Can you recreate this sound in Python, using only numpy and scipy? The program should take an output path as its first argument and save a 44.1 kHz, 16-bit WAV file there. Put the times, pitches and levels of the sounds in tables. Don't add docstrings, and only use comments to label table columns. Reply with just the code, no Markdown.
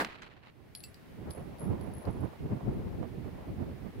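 import sys
import numpy as np
from scipy import signal
from scipy.fft import rfft, irfft, next_fast_len
from scipy.io import wavfile
from scipy.ndimage import uniform_filter1d, map_coordinates

SR = 44100
rng = np.random.default_rng(int(sys.argv[2]) if len(sys.argv) > 2 else 0)


def to_wav(s):
    ch = np.atleast_2d(s).T
    pcm = np.round(np.clip(ch, -1, 1) * 32767)
    wavfile.write(sys.argv[1], SR, pcm.astype(np.int16))


N = 176400

# (frequency [Hz], correlation [-1..1])
SHOT_LIKENESS = [(60, 0.054), (240, 0.35), (950, -0.0073), (3770, 0.14), (15000, -0.22)]


def amp(db):
    return 10 ** (np.asarray(db) / 20)


def unit(x):
    return x / np.sqrt(np.mean(x ** 2) + 1e-20)


def along(points, hz):
    freqs, values = np.transpose(points)
    return np.interp(np.log(hz + 1), np.log(freqs + 1), values)


def since(start):
    return np.arange(N) / SR - start


def fade(start, t60):
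    t = since(start)
    return (t >= 0) * amp(-60 * np.abs(t) / t60)


def pan(db):
    return amp(np.array([[.5], [-.5]]) * db)


def wobble(rate):
    return map_coordinates(rng.standard_normal(4096), [np.arange(N) * rate / SR], mode="wrap")


def filtered(x, response):
    size = next_fast_len(N + SR // 2)
    return irfft(rfft(x, size) * response(np.fft.rfftfreq(size, 1 / SR)), size)[..., :N]


def noise(spectrum, likeness):
    def mid_side_gains(hz):
        width = np.arccos(np.clip(along(likeness, hz), -1, 1)) / 2
        return amp(along(spectrum, hz)) * [np.cos(width), np.sin(width)]
    mid, side = filtered(rng.standard_normal((2, N)), mid_side_gains)
    return unit(np.array([mid + side, mid - side]))


def muzzle_blast(hold_s=0.015):
    # (frequency [Hz], level [dB])
    boom_spectrum = [(30, -17), (110, -11), (230, 5), (420, 0), (680, -1.5), (1000, -7), (1600, -24),
                     (4000, -33.5)]
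    crack_spectrum = [(300, -30), (900, 1), (1300, 0.5), (1720, 5.5), (2300, -10.5), (3000, -13),
                      (4200, -13.5), (6000, -24.5), (10000, -26), (15000, -42)]
    slap_spectrum = [(300, -22), (1500, 8), (4000, -1), (6000, -6.5), (10000, -21), (15000, -36)]
    # (time [s], level [dB], t60 [s])
    slap_arrivals = [(0.0475, -13, 0.015), (0.22, -30.5, 0.075)]
    held = lambda t60: np.where(since(0) < hold_s, 1, fade(hold_s, t60))
    boom = amp(-17.5) * held(t60=0.18) * noise(boom_spectrum, [(300, 0.89)])
    crack = amp(-14) * held(t60=0.091) * noise(crack_spectrum, SHOT_LIKENESS)
    slap_envelope = sum(amp(db) * fade(start, t60) for start, db, t60 in slap_arrivals)
    slaps = slap_envelope * noise(slap_spectrum, SHOT_LIKENESS)
    return (boom + crack + slaps) * pan(-0.87)


def range_echoes():
    # (time [s], level [dB], rise [s], t60 [s])
    arrivals = [(.078, -41, .004, .08), (.103, -42, .004, .12), (0.124, -35.5, .005, 0.067),
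                (.155, -33.5, .003, .08), (0.233, -35, .008, 0.23), (.266, -33.5, .002, 0.079),
                (.315, -39, 0.014, 0.18), (.372, -45, 0.0087, 0.17), (.429, -43, .002, .1),
                (.472, -40.5, 0.033, 0.13), (0.494, -43.5, 0.0059, 0.045)]
    # (frequency [Hz], level [dB])
    echo_spectrum = [(60, 1), (200, -1), (500, -2), (1000, 0), (2000, -0.5), (3000, -4.5), (3500, -11),
                     (4200, -9.5), (5500, -23.5), (8000, -30.5), (15000, -37)]
    power = (amp(-26.5) * fade(0, t60=0.81)) ** 2
    for start, db, rise, t60 in arrivals:
        t = since(start)
        swell = np.where(t < 0, np.exp(-np.abs(t) / rise), fade(start, t60))
        power += (amp(db) * swell) ** 2
    scatter = unit(amp(2.6 * wobble(400)) * noise(echo_spectrum, SHOT_LIKENESS))
    return np.sqrt(power) * scatter * pan(-2.5)


def wind(trim_db=2):
    # (time [s], rumble [dB], flutter [dB], left minus right [dB])
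    gusts = [(.3, -45, -52, -4.5), (.7, -53, -65.5, -4), (1.0, -54.5, -81, 0), (1.01, -56, -71, -1),
             (1.23, -43, -60, -7.5), (1.31, -42, -49, -5.5), (1.34, -52, -53.5, -1.5),
             (1.43, -43.5, -53, -7), (1.48, -45.5, -60.5, -7.5), (1.57, -53, -56, 7.5),
             (1.68, -32, -45.5, -7.5), (1.78, -39.5, -49, -6.5), (2.0, -45.5, -56, -2.5),
             (2.03, -61, -49, 3), (2.08, -32, -48, -5.5), (2.13, -43.5, -56, -0.5),
             (2.24, -37.5, -49.5, -8.5), (2.35, -57.5, -56.5, -4.5), (2.39, -51, -72, -4),
             (2.46, -33.5, -53, -4.5), (2.49, -47, -55, -5), (2.52, -32, -46, -1.5),
             (2.57, -38.5, -55.5, -10.5), (2.6, -53.5, -54.5, -5), (2.68, -31.5, -54, 7),
             (2.72, -35.5, -50.5, -5), (2.95, -42, -56.5, 7.5), (3.02, -35.5, -59, -3.5),
             (3.03, -42, -48.5, -12), (3.07, -46.5, -70, -4), (3.19, -42, -61.5, -6.5),
             (3.24, -42.5, -58, -5), (3.46, -47.5, -52, -5.5), (3.49, -35.5, -54, -2), (3.54, -43, -66, 3),
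             (3.61, -40, -52, -3), (3.8, -45.5, -62.5, -3.5), (3.87, -43.5, -56, -13),
             (3.93, -54.5, -64, 2), (3.96, -46, -58, 10), (3.97, -49.5, -80, -6), (4.0, -37.5, -52, -1.0)]
    # (frequency [Hz], level [dB])
    rumble_spectrum = [(13, -41), (22, -15.5), (81, 1), (123, 0.5), (237, -4.5), (285, -5.5), (421, -10),
                       (515, -18), (900, -27.5), (1170, -60), (1980, -120)]
    flutter_spectrum = [(150, -40), (350, -3), (550, 0), (1000, -7), (1500, -18), (2500, -27), (5000, -45),
                        (12000, -51)]
    times, *columns = np.transpose(gusts)
    rumble_db, flutter_db, side_db = [np.interp(since(0), times, column) for column in columns]
    eddies = np.array([wobble(32), wobble(32)])
    spits = np.array([wobble(90), wobble(90)])
    rumble = unit(amp(2.22 * eddies) * noise(rumble_spectrum, [(100, 0.091)]))
    flutter = unit(amp(2.8 * eddies + 2.4 * spits) * noise(flutter_spectrum, [(500, 0.051)]))
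    return amp(trim_db) * (amp(rumble_db) * rumble + amp(flutter_db) * flutter) * pan(side_db)


def distant_hiss():
    # (frequency [Hz], level [dB])
    air_spectrum = [(100, 6.5), (600, 4), (1300, 0), (2000, 1), (3400, -7), (4700, -10.5), (6000, -15.5),
                    (7500, -18.5), (10000, -15.5), (15500, -15.5)]
    return amp(-58.5) * noise(air_spectrum, [(1500, 0.21), (5000, 0.11), (12000, 0.041)]) * pan(-1.4)


def casing(split_hz=54, doppler_rad=0.88):
    # (time [s], click [dB], ring [dB], ring pitch [Hz], tumble [turns/s])
    bounces = [(.751, -31.5, -43.5, 10930, 45), (.8042, -44, -53, 10930, 36), (.838, -34.5, -65, 10840, 30),
               (0.9438, -46, -78, 10800, 30), (1.304, -57, -53.5, 11000, 32), (1.3084, -42, -54, 10880, 22),
               (1.585, -59, -62, 10900, 46), (1.596, -61, -51, 11010, 42), (1.811, -52.5, -61.5, 10980, 18),
               (1.937, -62, -55.5, 11000, 30), (1.981, -68, -58, 10920, 11), (2.053, -50.5, -78, 10980, 12),
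               (2.106, -65, -64, 10985, 17), (2.205, -72, -63.5, 11030, 11), (2.732, -65, -72, 10980, 10)]
    # (frequency [Hz], level [dB])
    click_spectrum = [(800, -30), (2500, -12.5), (3800, -2.5), (4800, 4), (5800, -13), (6900, -26),
                      (9000, -15.5), (12500, -10), (15500, -24)]
    click_envelope, ring = np.zeros((2, N))
    for start, click_db, ring_db, hz, tumble in bounces:
        t = since(start)
        phase = rng.uniform(0, 2 * np.pi, 3)
        turn = 2 * np.pi * tumble * t
        doppler = doppler_rad * np.sin(turn + phase[0])
        main_mode = np.cos(turn) * np.sin(2 * np.pi * hz * t + doppler + phase[1])
        upper_mode = amp(-17) * np.sin(2 * np.pi * (hz + split_hz) * t + doppler + phase[2])
        ring += amp(ring_db) * fade(start, t60=0.3) * (main_mode + upper_mode)
        click_envelope += amp(click_db) * fade(start, t60=0.011)
    clicks = click_envelope * noise(click_spectrum, [(5000, 0.33)])
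    return clicks * pan(-1.5) + ring * pan(11.5)


def metal_clang():
    # (time [s], level [dB])
    strikes = [(.8355, -52), (.8395, -46), (.9435, -68)]
    # (frequency [Hz], level [dB], t60 [s])
    modes = [(2680, -3.5, 0.067), (4190, -8.5, .16), (4580, -4, .06), (4700, -5, .12), (4900, -6, .1),
             (5390, -13, 0.14), (7710, -0.5, 0.1), (10340, -13, 0.055), (12100, -15, .05),
             (14590, -10, .07), (14800, -8, .04)]
    clang = np.zeros(N)
    for start, strike_db in strikes:
        for hz, mode_db, t60 in modes:
            gain = amp(strike_db + mode_db + rng.normal(0, 1.3))
            tone = np.sin(2 * np.pi * hz * since(start) + rng.uniform(0, 2 * np.pi))
            clang += gain * fade(start, t60) * tone
    return clang * pan(-1.6)


def near_surfaces(x, wall_delay_s=0.0087):
    response = (rng.standard_normal((2, N)) * fade(0, t60=0.11))[:, :SR // 2]
    response = amp(-6) * response / np.linalg.norm(response[0])
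    response[:, round(wall_delay_s * SR)] += amp(-22)
    return x + signal.fftconvolve(x, response, axes=1)[:, :N]


def scene():
    shot = muzzle_blast() + range_echoes()
    return shot + near_surfaces(casing() + metal_clang()) + wind() + distant_hiss()


def record(dry, limit_db=-29, hold_s=0.43, recover_s=0.27, top_hz=15800):
    sensed = filtered(dry, lambda hz: hz > 800)
    level = np.sqrt(np.abs(uniform_filter1d(np.mean(sensed ** 2, axis=0), size=1024)))
    duck_db = max(20 * np.log10(level.max()) - limit_db, 0)
    after_hold = np.maximum(since(level.argmax() / SR + hold_s), 0)
    gain = amp(-duck_db * np.exp(-after_hold / recover_s))
    return filtered(dry * gain, lambda hz: hz < top_hz)


dry = scene()
out = record(dry)
to_wav(out)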